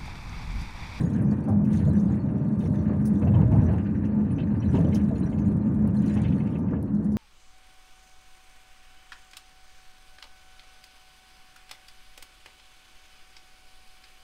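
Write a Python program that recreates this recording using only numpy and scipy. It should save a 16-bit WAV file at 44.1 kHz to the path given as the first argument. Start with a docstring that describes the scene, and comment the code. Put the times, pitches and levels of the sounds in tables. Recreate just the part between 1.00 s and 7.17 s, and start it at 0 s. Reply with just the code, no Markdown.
"""A deep boom, floor rumble and a knock open the ride inside a rolling electric trolleybus.
The road is filtered noise; tyre hum and the faint converter whine are wavering sines.
Bumps swing the floor; knocks, clacks and clicks are decaying noise puffs, taps and tinkles decaying sines.
Trim and fittings rattle as grainy noise; the hits echo briefly in the cabin before the microphone saturates.
"""
import sys
import numpy as np
from scipy import signal
from scipy.fft import rfft, irfft, next_fast_len
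from scipy.io import wavfile
from scipy.ndimage import uniform_filter1d, map_coordinates

SR = 44100
rng = np.random.default_rng(int(sys.argv[2]) if len(sys.argv) > 2 else 0)


def put_to_file(sound):
    """Save the sound as 16-bit audio at rate SR, in the file named by the first command-line argument."""
    columns = np.atleast_2d(sound).T  # one column per channel
    safe = np.clip(columns, -1, 1)
    whole_steps = np.round(safe * 32767)
    wavfile.write(sys.argv[1], SR, whole_steps.astype(np.int16))


N = 272097  # length in samples

# Spectral colours of noise, each later scaled to rms 1: frequency_hz, relative_density_db
BOOM_COLOUR = [(15, -52.5), (30, -26.5), (50, -17.5), (70, -8.5), (90, -2), (104, -6), (120, -10.5),
               (145, -38.5)]
RUMBLE_COLOUR = [(70, -45), (100, -9), (120, -2.5), (133, -1.5), (150, -1.5), (172, 1), (190, 1),
                 (230, -15), (300, -27), (500, -93.5)]
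PANEL_COLOUR = [(150, -24), (200, 3), (235, 2), (285, 1), (340, -7), (420, -15.5), (520, -21), (700, -48.5),
                (1100, -100)]
BODY_COLOUR = [(240, -32), (400, -1), (480, 2.5), (610, -0.5), (700, -6.5), (1010, -11.5), (1300, -16.5),
               (1670, -20), (2000, -27.5), (2600, -48), (4400, -120)]
TRIM_COLOUR = [(900, -40), (1500, 5), (1750, 5), (2250, -5.5), (2650, -5), (3050, -13), (3400, -21),
               (4300, -20), (6000, -55.5)]
SIZZLE_COLOUR = [(2500, -25), (3500, -1.5), (4200, -5.5), (5000, -11), (5800, -5), (6800, -4), (7700, -8),
                 (9300, -3), (10500, -13), (12000, -21), (13500, -27), (15000, -16.5), (16000, -13)]
HISS_COLOUR = [(900, -31.5), (1400, 8), (2000, -6.5), (3000, -19.5), (5000, -29.5), (7500, -27.5),
               (9400, -22), (11500, -30.5), (13500, -41.5), (15200, -39.5), (16000, -42.5)]
SWELL_COLOUR = [(1200, -31.5), (1900, 2), (2200, 0.5), (2900, -0.5), (3500, -8.5), (4500, -17), (6500, -28)]

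# Roughness of the road: time_s, level_db
ROUGHNESS = [(0.0, -22.5), (0.03, -24.5), (0.46, -27), (0.51, -28), (0.6, -24), (2.07, -26.5), (2.43, -20),
             (2.47, -24), (2.57, -21), (2.91, -27.5), (3.72, -26), (3.82, -19.5), (4.07, -26.5), (5.4, -25),
             (5.46, -25.5), (5.76, -28), (5.78, -27.5), (6.16, -31)]
# Level of the deep body boom: time_s, level_db
BOOM_LEVEL = [(0.0, -29), (0.46, -36.5), (0.51, -31), (0.62, -35), (0.96, -25.5), (1.01, -46),
              (1.05, -30.5), (1.42, -35.5), (1.48, -45.5), (1.68, -29), (2.15, -33), (2.29, -24),
              (2.58, -22.5), (2.9, -32.5), (3.5, -30), (3.86, -28), (5.05, -32.5), (5.21, -25),
              (5.53, -39.5), (5.74, -24.5), (5.84, -35.5), (6.17, -33)]
# Swelling of the tyre hum: time_s, level_db
TYRE_HUM_LEVEL = [(0.0, -38), (0.34, -24), (0.38, -38), (0.58, -20), (0.62, -25), (0.91, -32),
                  (0.99, -21.5), (1.22, -31), (1.99, -29.5), (2.09, -22), (2.3, -35), (3.12, -29),
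                  (3.16, -21), (3.41, -41), (3.52, -23), (3.62, -45), (3.67, -21.5), (3.77, -59.5),
                  (3.93, -23), (4.26, -34.5), (4.49, -23.5), (4.55, -36), (4.85, -21), (4.92, -44),
                  (4.96, -22.5), (5.85, -44), (5.95, -20.5), (6.04, -33), (6.09, -25), (6.16, -23)]
# Rattling of the interior: time_s, trim_level_db, fittings_sizzle_level_db
RATTLE_LEVEL = [(0, -52, -61), (.1, -56, -68), (.45, -59, -74.5), (.62, -69, -81), (.7, -60, -69),
                (.76, -54, -58), (.84, -55.5, -67), (1.0, -60.5, -68.5), (1.2, -60.5, -76.5),
                (1.57, -63.5, -75.5), (1.62, -58, -68.5), (1.75, -61, -67), (1.9, -59.5, -75),
                (2.2, -58, -69), (2.35, -61, -75.5), (2.56, -55.5, -71.5), (2.85, -55, -74),
                (3.1, -60.5, -78), (3.6, -58, -73.5), (3.76, -55.5, -64.5), (3.85, -56.5, -69.5),
                (4.3, -60.5, -70), (4.5, -65, -73), (4.85, -60.5, -77), (4.97, -60, -69.5),
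                (5.1, -55.5, -61.5), (5.25, -55, -67), (5.35, -57, -69.5), (5.55, -64, -72.5),
                (5.7, -64, -82), (5.88, -69.5, -80.5), (6.16, -66, -71.5)]

# Steady converter lines: pitch_hz, level_db, coasting_change_db
CONVERTER_LINES = [(897, -59.5, -1), (1194, -64.5, -0.5), (2403, -75, -8)]
# Passing tones: start_s, end_s, first_pitch_hz, last_pitch_hz, level_db
PASSING_TONES = [(1.25, 2.25, 147, 147, -34), (1.2, 2.1, 613, 590, -53), (2.3, 2.78, 626, 620, -49),
                 (1.95, 2.5, 4500, 4500, -86), (3.08, 3.3, 700, 700, -55), (3.1, 3.3, 866, 866, -58),
                 (4.3, 4.95, 585, 576, -56.5)]

# Knocks in the body, before its modes ring: start_s, level_db, pitch_hz, body_shudder_db, pane_shudder_db
KNOCKS = [(0.0, -48, 507, -44, -46), (0.213, -41.5, 527, -45, -62), (0.311, -41, 560, -38.5, -50),
          (0.472, -30, 750, -33, -50), (0.509, -29, 610, -62, -62), (0.874, -43.5, 622, -38.5, -61),
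          (1.09, -32.5, 465, -46.5, -61), (1.62, -29.5, 470, -62, -66.5), (1.891, -45, 575, -32.5, -60),
          (2.216, -26, 495, -36, -51), (2.261, -30, 600, -35.5, -60), (2.335, -45, 897, -36.5, -36.5),
          (2.388, -27.5, 500, -42, -44.5), (2.517, -32, 770, -36.5, -47), (2.56, -31.5, 639, -44, -48),
          (2.616, -28, 478, -46.5, -60), (2.684, -30, 630, -44, -55), (2.733, -37.5, 823, -44, -47),
          (3.153, -60.5, 700, -49, -64), (3.741, -20.5, 392, -35.5, -36), (3.78, -23.5, 470, -48, -76),
          (3.938, -36, 520, -45, -59), (4.107, -30, 470, -57, -55), (4.35, -38, 500, -52.5, -49),
          (4.494, -47.5, 500, -51.5, -56.5), (4.841, -48, 560, -39, -58.5), (5.154, -33, 610, -37, -49),
          (5.578, -43.5, 557, -65, -55), (5.72, -44.5, 550, -33.5, -44), (5.997, -45, 498, -56.5, -68.5)]
# Fittings that chime on one mode: start_s, pitch_hz, level_db, held_s
TINKS = [(0.008, 3980, -57, 0.0087), (0.052, 6710, -56, 0.014), (0.134, 6350, -60, 0.0064),
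         (0.219, 10400, -64, .01), (0.308, 4510, -60, 0.0053), (0.785, 4290, -56, 0.0062),
         (0.81, 9300, -69, 0.0067), (0.837, 4100, -63, .009), (0.885, 9540, -62, 0.011),
         (0.903, 4030, -59, 0.0072), (0.951, 5970, -66.5, 0.028), (0.865, 6840, -62, 0.014),
         (1.03, 6340, -71, 0.015), (1.08, 3980, -71, 0.015), (1.116, 6600, -61.5, 0.0056),
         (1.19, 4330, -67, 0.029), (1.601, 3710, -59, 0.0082), (1.656, 5590, -57, 0.0065),
         (2.66, 5900, -61, 0.0089), (3.306, 9300, -58.5, 0.019), (3.36, 6070, -64, 0.0083),
         (3.391, 3670, -63, 0.023), (3.428, 4140, -62, .008), (3.6, 5730, -53, 0.0048),
         (3.648, 4050, -60.5, 0.013), (3.678, 5880, -66, 0.029), (3.865, 6000, -60, 0.0068),
         (3.922, 4020, -63, 0.012), (4.153, 4230, -60, .008), (4.177, 6830, -60.5, 0.014),
         (4.196, 9050, -60, 0.01), (4.229, 4040, -57, .007), (4.262, 5740, -54, 0.0044),
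         (4.39, 6600, -64, 0.012), (4.41, 6100, -65.5, 0.017), (4.455, 6750, -63.5, .015),
         (4.47, 8700, -66.5, 0.018), (4.61, 4130, -68, 0.014), (4.965, 4150, -56.5, 0.0049),
         (4.967, 8840, -61, 0.01), (5.047, 6560, -75, 0.033), (5.058, 5950, -58, .004),
         (5.095, 3990, -56, 0.006), (5.119, 6860, -62, 0.017), (5.139, 9350, -58, 0.0088),
         (5.246, 3520, -58.5, 0.013), (5.276, 4230, -60, 0.0073), (5.324, 3500, -58.5, 0.0028)]
# Broad clicks: start_s, level_db, lower_share_db, top_octave_share_db
CLICKS = [(0.024, -56, 8, -16.5), (0.131, -54.5, 6, -30), (0.216, -46.5, -12, -20),
          (0.311, -55.5, 7, -13.5), (0.437, -53, -7.5, -25.5), (0.484, -46, -3, -20.5),
          (0.646, -52, 2.5, -3.5), (0.705, -53.5, -6, -17), (0.739, -49, 4, -10.5), (0.7857, -55, 5, -17.5),
          (0.9945, -53.5, 9, -13), (1.5911, -49, -1, -18.5), (1.622, -55.5, 0, -17),
          (1.7432, -56.5, -3, -27), (2.053, -35, -3.5, -7), (2.069, -38, -8, -8), (2.727, -50.5, -3, -19),
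          (3.049, -55, 6, -16), (3.7543, -52, 7, -12), (3.841, -58.5, 7, -8), (3.945, -38.5, 7.5, -8),
          (3.961, -43, -5, -10.5), (4.033, -54.5, -16, -9.5), (4.3855, -55.5, 6.5, -16.5),
          (4.9554, -51.5, -13, -18.5), (5.0244, -57, 3.5, -4.5), (5.058, -47.5, 2.5, -6),
          (5.094, -58.5, 9, -14), (5.242, -62, 1, -15.5), (5.584, -54.5, -1, -9.5), (5.704, -66, 8, -14),
          (5.944, -56, 3, -10), (6.043, -50, -3, -13), (6.119, -51, 0.5, -26)]
# Wheels over bumps: start_s, level_db, pitch_hz
THUMPS = [(0.254, -18.5, 142), (0.506, -16, 98.2), (0.861, -16.5, 142), (2.217, -19.5, 121),
          (2.337, -15, 113), (2.378, -12, 155), (2.425, -12, 118.6), (2.542, -16, 102.6),
          (2.581, -11.5, 107.6), (2.661, -20.5, 124.5), (3.728, -17, 123.4), (3.737, -19, 268.4),
          (3.798, -11, 157), (4.449, -17.5, 104.4)]
# Short ringing taps in body and panes, many at knock onsets: start_s, level_db, pitch_hz
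TAPS = [(0.49, -44, 777), (0.52, -39, 620), (0.611, -41, 624), (0.875, -30, 623), (1.1, -36.5, 746),
        (2.222, -39, 910), (2.272, -34.5, 750), (2.338, -33.5, 905), (2.366, -33, 934), (2.393, -32, 770),
        (2.419, -35, 914), (2.518, -34, 900), (2.535, -32, 655), (2.563, -34.5, 935), (2.685, -34.5, 623),
        (2.734, -34.5, 860), (2.765, -48, 930), (3.742, -20, 366), (3.745, -33, 880), (3.79, -22, 298),
        (3.8, -31, 470), (3.846, -31, 566), (3.865, -32, 597), (3.939, -38.5, 601), (4.108, -32.5, 632),
        (4.497, -39.5, 602), (3.783, -30, 652), (4.845, -38, 582), (5.58, -38.5, 600), (6.0, -44.5, 630)]
# Tiny high ticks, mostly on loud bass peaks: start_s, level_db
HIGH_TICKS = [(0.5372, -54.5), (0.898, -59), (2.2778, -46), (2.378, -48.5), (2.417, -53.5), (2.5362, -62),
              (2.597, -47.5), (3.736, -59), (3.798, -48.5)]
# Clacks of the trim, before its modes ring: start_s, level_db, pitch_hz
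CLACKS = [(0.648, -48.5, 2350), (0.7328, -43.5, 2150), (1.6033, -49.5, 2600), (1.6545, -43.5, 2260),
          (2.2177, -41.5, 2240), (2.2717, -44, 2590), (2.338, -41.5, 2740), (2.363, -53.5, 2940),
          (2.4143, -45.5, 2250), (2.5182, -39.5, 2240), (2.605, -54, 2620), (2.7362, -44, 2690),
          (2.7801, -48, 2400), (2.8595, -49, 2620), (3.045, -45, 2610), (3.303, -45, 2380),
          (3.381, -37, 2550), (3.398, -37, 2880), (3.415, -46.5, 2300), (3.62, -40.5, 2440),
          (3.7455, -41, 2480), (3.7683, -44, 2290), (3.8445, -43, 3040), (3.922, -37.5, 2280),
          (3.9524, -39, 3110), (3.996, -43, 2470), (4.1535, -48, 2670), (4.2186, -50.5, 2580),
          (4.3226, -41.5, 2300), (4.3804, -46.5, 2550), (4.4747, -52, 2190), (5.025, -48, 2870),
          (5.0579, -45, 2610), (5.1042, -41, 2180), (5.1683, -38, 2750), (5.248, -36.5, 2220),
          (5.2804, -43, 2230), (5.3216, -41, 2580), (5.3996, -38, 2220), (5.469, -41.5, 2170),
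          (5.5516, -41, 2370), (5.6805, -50, 2390), (5.735, -44, 1800), (5.755, -51.5, 2600)]
# Smooth swells of hiss: centre_s, half_length_s, level_db
SWELLS = [(0.774, .06, -58.5), (2.39, .06, -63.5), (2.55, 0.02, -59), (3.77, 0.038, -53), (5.1, 0.075, -66),
          (5.255, 0.091, -56), (5.507, 0.089, -62.5)]
# Thin bright snaps: start_s, relative_level_db
SNAPS = [(4.152, -57.5), (4.516, -60), (4.737, -58.5), (4.797, -62.5), (4.876, -43.5), (5.828, -44)]

# Modes of the small metal parts, before random detuning: pitch_hz, relative_level_db
FITTING_MODES = [(3750, -6), (4150, 4), (4550, -1), (5750, 2.5), (6300, -9), (6750, -0.5), (8200, -6),
                 (8900, -3.5), (9400, -1), (9900, -11), (10500, -8), (11400, -19)]
# Modes of window panes, body and trim: centre_hz, width_hz, level_db
PANE_MODES = [(720, 310, -7), (928, 73, 11.5)]
BODY_MODES = [(466, 12, -8.5), (637, 34, -1), (800, 38, -2.5), (910, 33, 0.5)]
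TRIM_MODES = [(1690, 87, -1), (2155, 70, 4), (2610, 80, 1.5), (3050, 100, 3)]

TYRE_HZ = 208.6  # mean pitch of the air ring inside the tyres
FLOOR_DB = -1.5  # floor rumble over the road's roughness
# Level on an average road, and dB of change per dB of roughness
PANEL_DB, PANEL_FOLLOWS = -30.5, 0.43
BODY_DB, BODY_FOLLOWS = -46.5, 0.5
PANE_DB = -55  # follows the road as the body does
PANEL_SHUDDER_DB = 1.5  # panels over the body's shudder
SHUDDER_RISE_S, SHUDDER_T60_S = 0.016, 0.16
COASTING_START_S, COASTING_END_S, WHINE_ENDS_S = 1.15, 2.95, 5.76
# Unsteadiness of the tones: phase_rad, phase_rad, level_db
WHINE_WAVER, PASSING_WAVER, WHINE_DRIFT_DB = 0.15, 0.4, 1.2
SCRAPE_S = 0.005  # a click scrapes this long before its fast decay
SEATS_HZ = 5000  # seats swallow the echo above this
BASS_CUT_HZ, TOP_HZ = 24.2, 15830  # band limits of the microphone
TOP_AMPLITUDE = 0.42  # where the microphone stage saturates


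def amp(db):
    """Level to amplitude: 20 dB is a factor of ten."""
    return 10 ** (np.asarray(db) / 20)


def unit(x):
    """Normalisation to unit rms."""
    return x / np.sqrt(np.mean(x ** 2) + 1e-20)


def curves(rows):
    """Linear interpolation: one value per sample for each column after the time."""
    s, *columns = np.transpose(rows)
    return [np.interp(np.arange(N) / SR, s, column) for column in columns]


def wobble(rate):
    """Slow random modulation: a smooth curve through rate random knots a second."""
    knots = rng.standard_normal(int(N * rate / SR) + 4)
    return map_coordinates(knots, [np.arange(N) * rate / SR])


def filtered(x, response):
    """Linear filtering: the spectrum times a response of frequency."""
    m = next_fast_len(N + SR // 2)
    return irfft(rfft(x, m) * response(np.fft.rfftfreq(m, 1 / SR)), m)[:N]


def coloured(x, points):
    """Spectral shaping through points on a log-frequency axis, at rms 1."""
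    f, db = np.transpose(points)
    return unit(filtered(x, lambda hz: amp(np.interp(np.log(hz + 1), np.log(f), db, -120, -120))))


def resonance(centre_hz, width_hz):
    """Damped harmonic oscillator: unit response at its centre, falling off over its width."""
    return lambda f: 1j * f * width_hz / (centre_hz ** 2 - f ** 2 + 1j * f * width_hz)


def modes(table):
    """Modal superposition: resonances summed with alternating sign."""
    def response(f):
        return sum((-1) ** k * amp(db) * resonance(hz, width)(f) for k, (hz, width, db) in enumerate(table))
    return response


def grainy(rate, spread_db, life, bed):
    """Shot noise: puffs at random moments (rate a second) and sizes over a smooth bed."""
    hits = (rng.random(N) < rate / SR) * amp(spread_db * rng.standard_normal(N))
    t = np.arange(SR // 10) / SR
    puff = np.exp(-t / life) * (1 - np.exp(-t / (0.3 * life)))
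    envelope = bed + unit(signal.fftconvolve(hits, puff)[:N])
    return envelope * rng.standard_normal(N)


def patchy(x, depth_db):
    """Time-frequency modulation: random gain in smooth patches of the spectrogram."""
    z = signal.stft(x, nperseg=256)[2]
    field = uniform_filter1d(rng.standard_normal(z.shape), 4, 0)
    field = uniform_filter1d(field, 9, 1)
    return signal.istft(z * amp(depth_db * unit(field)), nperseg=256)[1][:N]


def add(track, s, sound):
    """Superposition: sound joins the track at s seconds."""
    start = round(max(s, 0) * SR)
    track[start:start + len(sound)] += sound[:N - start]


def shaken_gain(mean_db, follows, shudder_db):
    """Forced vibration: gain follows the road, and each knock adds a decaying shudder of its own level."""
    rough_db, = curves(ROUGHNESS)
    gain = amp(mean_db + follows * (rough_db - rough_db.mean()))
    t = np.arange(SR // 2) / SR
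    for (s, *_), db in zip(KNOCKS, shudder_db):
        add(gain, s, amp(db - 60 * t / SHUDDER_T60_S) * np.clip(t / SHUDDER_RISE_S, 0, 1))
    return gain


def road():
    """Broadband excitation: rough asphalt drums floor and panels and rings the air in the tyres."""
    boom_gain = amp(curves(BOOM_LEVEL)[0] + 0.32 * wobble(7))
    boom = boom_gain * coloured(rng.standard_normal(N), BOOM_COLOUR)
    rumble_gain = amp(curves(ROUGHNESS)[0] + FLOOR_DB + 0.27 * wobble(4.8))
    rumble = rumble_gain * coloured(rng.standard_normal(N), RUMBLE_COLOUR)
    pitch = TYRE_HZ + 2.49 * wobble(14)  # the ring wavers as the tread deforms
    tyre_gain = np.sqrt(2) * amp(curves(TYRE_HUM_LEVEL)[0] + 0.32 * wobble(18))
    tyre = tyre_gain * np.sin(2 * np.pi * np.cumsum(pitch) / SR)
    panel_gain = shaken_gain(PANEL_DB, PANEL_FOLLOWS, np.transpose(KNOCKS)[-2] + PANEL_SHUDDER_DB)
    panels = panel_gain * coloured(rng.standard_normal(N), PANEL_COLOUR)
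    return boom + rumble + tyre + panels


def interior():
    """Repeated impact: body, panes, trim and fittings chatter as grainy noise over a steady air hiss."""
    trim_db, sizzle_db = curves(RATTLE_LEVEL)
    *_, body_db, pane_db = np.transpose(KNOCKS)
    jolts = grainy(37, 2.2, 0.0066, bed=6.5)  # shared by body and panes
    body = shaken_gain(BODY_DB, BODY_FOLLOWS, body_db) * coloured(jolts, BODY_COLOUR)
    buzz = unit(filtered(jolts, lambda f: modes(PANE_MODES)(f) * resonance(850, 500)(f)))
    panes = shaken_gain(PANE_DB, BODY_FOLLOWS, pane_db) * buzz
    trim_grains = patchy(grainy(70, 0.72, 0.012, bed=0.66), depth_db=2)
    trim = amp(trim_db) * coloured(trim_grains, TRIM_COLOUR)
    sizzle_grains = patchy(grainy(72, 2.5, 0.0035, bed=0.85), depth_db=4)
    sizzle = amp(sizzle_db) * coloured(sizzle_grains, SIZZLE_COLOUR)
    hiss = amp(-70.5) * coloured(rng.standard_normal(N), HISS_COLOUR)
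    return body + panes + trim + sizzle + hiss


def tone(hz, db, waver):
    """Amplitude and phase modulation: a sine that wavers and drifts in level."""
    unsteady_db = db + 8.7 * waver * wobble(16) + WHINE_DRIFT_DB * wobble(3.4)
    phase = 2 * np.pi * np.cumsum(np.broadcast_to(hz, N)) / SR + waver * wobble(12)
    return np.sqrt(2) * amp(unsteady_db) * np.sin(phase)


def fade(start_s, end_s):
    """Linear gating: a ramp up after the start and down to the end."""
    t = np.arange(N) / SR
    return np.clip(np.minimum(t - start_s, end_s - t) / 0.075, 0, 1)


def converter():
    """Line spectrum: nearly steady tones, thinner while coasting."""
    t = np.arange(N) / SR
    coasting = np.clip(np.minimum(t - COASTING_START_S, COASTING_END_S - t) / 0.3, 0, 1)
    whine = sum(tone(hz, db + dip_db * coasting, WHINE_WAVER) for hz, db, dip_db in CONVERTER_LINES)
    return fade(-0.3, WHINE_ENDS_S) * whine  # already sounding at the start


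def blows(table, width, attack, t60):
    """Impulse excitation: each dying noise puff passes a broad resonance of the struck panel."""
    out, t = np.zeros(N), np.arange(SR // 2) / SR
    f = np.fft.rfftfreq(len(t), 1 / SR)
    envelope = amp(-60 * t / t60) * (1 - np.exp(-(t / attack) ** 2))
    for s, db, hz, *_ in table:
        puff = rng.standard_normal(len(t)) * envelope
        ring = irfft(rfft(puff) * resonance(hz, width * hz)(f) ** 2, len(t))
        add(out, s - attack / 2, amp(db) * ring / np.abs(ring).max())
    return out


def knocks():
    """Modal excitation: blows are heard directly and through the body's own modes."""
    direct = blows(KNOCKS, width=0.38, attack=0.005, t60=0.31)
    return 0.44 * direct + filtered(direct, modes(BODY_MODES))


def tinkle():
    """Free vibration: small metal parts chime roughly; faint ones fall by chance, louder in strong shaking."""
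    shake_db = curves(RATTLE_LEVEL)[-1]
    faint = []
    for when, which, detune, size, rub in rng.random((600, 5)):
        hz, db = FITTING_MODES[int(which * len(FITTING_MODES))]
        level_db = db + shake_db[int(when * N)] - 7.5 + 6 * size
        faint.append((when * N / SR, hz * (0.97 + 0.13 * detune), level_db, 0.033 * rub))
    out, t = np.zeros(N), np.arange(SR // 10) / SR
    for s, hz, db, length in list(TINKS) + faint:
        held = np.clip(t / 0.0046, 0, 1) * amp(-60 * np.clip(t - length, 0, 1) / 0.043)  # rubs, then dies
        rough = np.interp(t, np.arange(40) * 0.003, rng.standard_normal(40))
        add(out, s, amp(db + 4.1 * rough) * held * np.sin(2 * np.pi * hz * t + 0.73 * rough[::-1]))
    return out


def clicks():
    """Stick and release: hard parts scrape together in a bright noise puff of its own colour."""
    out, t = np.zeros(N), np.arange(SR // 4) / SR
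    f = np.fft.rfftfreq(len(t), 1 / SR)
    decay = amp(-60 * np.clip(t - SCRAPE_S, 0, 1) / 0.084 - 150 * t)
    envelope = decay * (1 - np.exp(-t / 0.0048))
    low, middle, top = (resonance(hz, w)(f) ** 2 for hz, w in [(5900, 2500), (9300, 2600), (14800, 3600)])
    for s, db, low_db, top_db in CLICKS:
        colour = amp(low_db) * low + middle + amp(top_db) * top
        puff = envelope * rng.standard_normal(len(t))
        add(out, s - 0.0018, amp(db) * irfft(rfft(puff) * colour, len(t)))
    return out


def bumps(attack, t60):
    """Damped oscillation: a bump sets the floor swinging on one low mode, a little unsteadily."""
    out, t = np.zeros(N), np.arange(SR // 2) / SR
    for s, db, hz in THUMPS:
        sway = np.interp(t, np.arange(30) * 0.02, rng.uniform(-2, 1, size=30))
        envelope = amp(db - 60 * t / t60) * (1 - np.exp(-t / attack))
        add(out, s - attack, envelope * np.sin(2 * np.pi * hz * t + 0.81 * sway))
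    return out


def taps(attack, t60):
    """Damped ringing: each tap rings at one pitch of its own, roughened by a random phase."""
    out, t = np.zeros(N), np.arange(SR // 4) / SR
    for s, db, hz in TAPS:
        sway = np.interp(t, np.arange(30) * 0.0079, rng.standard_normal(30))
        envelope = amp(db - 60 * t / t60) * (1 - np.exp(-t / attack))
        add(out, s - attack, envelope * np.sin(2 * np.pi * hz * t + 0.66 * sway))
    return out


def high_ticks():
    """Short decaying sine: a tick is a very brief 12 kHz burst."""
    out, t = np.zeros(N), np.arange(SR // 4) / SR
    for s, db in HIGH_TICKS:
        envelope = amp(db - 60 * t / 0.0033) * (1 - np.exp(-t / 0.0002))
        add(out, s, envelope * np.sin(2 * np.pi * 12100 * t))
    return out


def clacks():
    """Modal excitation: blows are heard directly and through the trim's own modes."""
    direct = blows(CLACKS, width=0.48, attack=0.008, t60=0.062)
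    return 0.26 * direct + filtered(direct, modes(TRIM_MODES))


def swells():
    """Gaussian amplitude modulation: dense hiss rises and falls smoothly."""
    t = np.arange(N) / SR
    envelope = sum(amp(db) * np.exp(-((t - s) / half) ** 2) for s, half, db in SWELLS)
    return envelope * coloured(patchy(rng.standard_normal(N), depth_db=5.5), SWELL_COLOUR)


def passing_tones():
    """Frequency glide: unsteady tones fade in and out, some sliding in pitch."""
    t = np.arange(N) / SR
    out = np.zeros(N)
    for start, end, first_hz, last_hz, db in PASSING_TONES:
        pitch = np.interp(t, [start, end], [first_hz, last_hz])
        out += fade(start, end) * tone(pitch, db, PASSING_WAVER)
    return out


def snaps():
    """Short impulse, wide spectrum: a thin noise puff through high resonances."""
    out, t = np.zeros(N), np.arange(SR // 4) / SR
    f = np.fft.rfftfreq(len(t), 1 / SR)
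    bright = resonance(10000, 5000)(f) ** 2
    bright = bright + amp(-8.5) * resonance(14800, 3600)(f) ** 2 + amp(-9.5) * resonance(5500, 3000)(f)
    for s, db in SNAPS:
        puff = amp(-60 * t / 0.014) * (1 - np.exp(-t / 0.0007)) * rng.standard_normal(len(t))
        add(out, s - 0.0012, amp(db + 6.0) * irfft(rfft(puff) * bright, len(t)))
    return out


def cabin(x, t60):
    """Reverberation: a short dense echo off seats and glass, its treble absorbed by the seats."""
    t = np.arange(SR // 3) / SR
    tail = rng.standard_normal(len(t)) * amp(-60 * t / t60) * (t > 0.004)
    echo = signal.fftconvolve(x, tail / np.linalg.norm(tail))[:N]
    return amp(-8.0) * filtered(echo, lambda hz: 1 / (1 + 1j * hz / SEATS_HZ))


def scene():
    """Superposition: continuous sounds reach the microphone directly, hits also by the cabin echo."""
    ride = road() + interior() + converter() + passing_tones() + swells()
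    thumps = bumps(attack=0.00919, t60=0.43)
    hits = knocks() + tinkle() + clicks() + taps(attack=0.001, t60=0.088) + high_ticks() + clacks() + snaps()
    return (ride + thumps + hits + cabin(hits, t60=0.076))[None]


def record(dry):
    """Saturation and band limiting: the microphone rounds off peaks, thins the bass and cuts the top."""
    soft = dry[0] / (1 + np.abs(dry[0] / TOP_AMPLITUDE) ** 4) ** (1 / 4)
    return filtered(soft, lambda hz: (hz < TOP_HZ) * hz ** 2 / (hz ** 2 + BASS_CUT_HZ ** 2))[None]


dry = scene()
out = record(dry)
put_to_file(out)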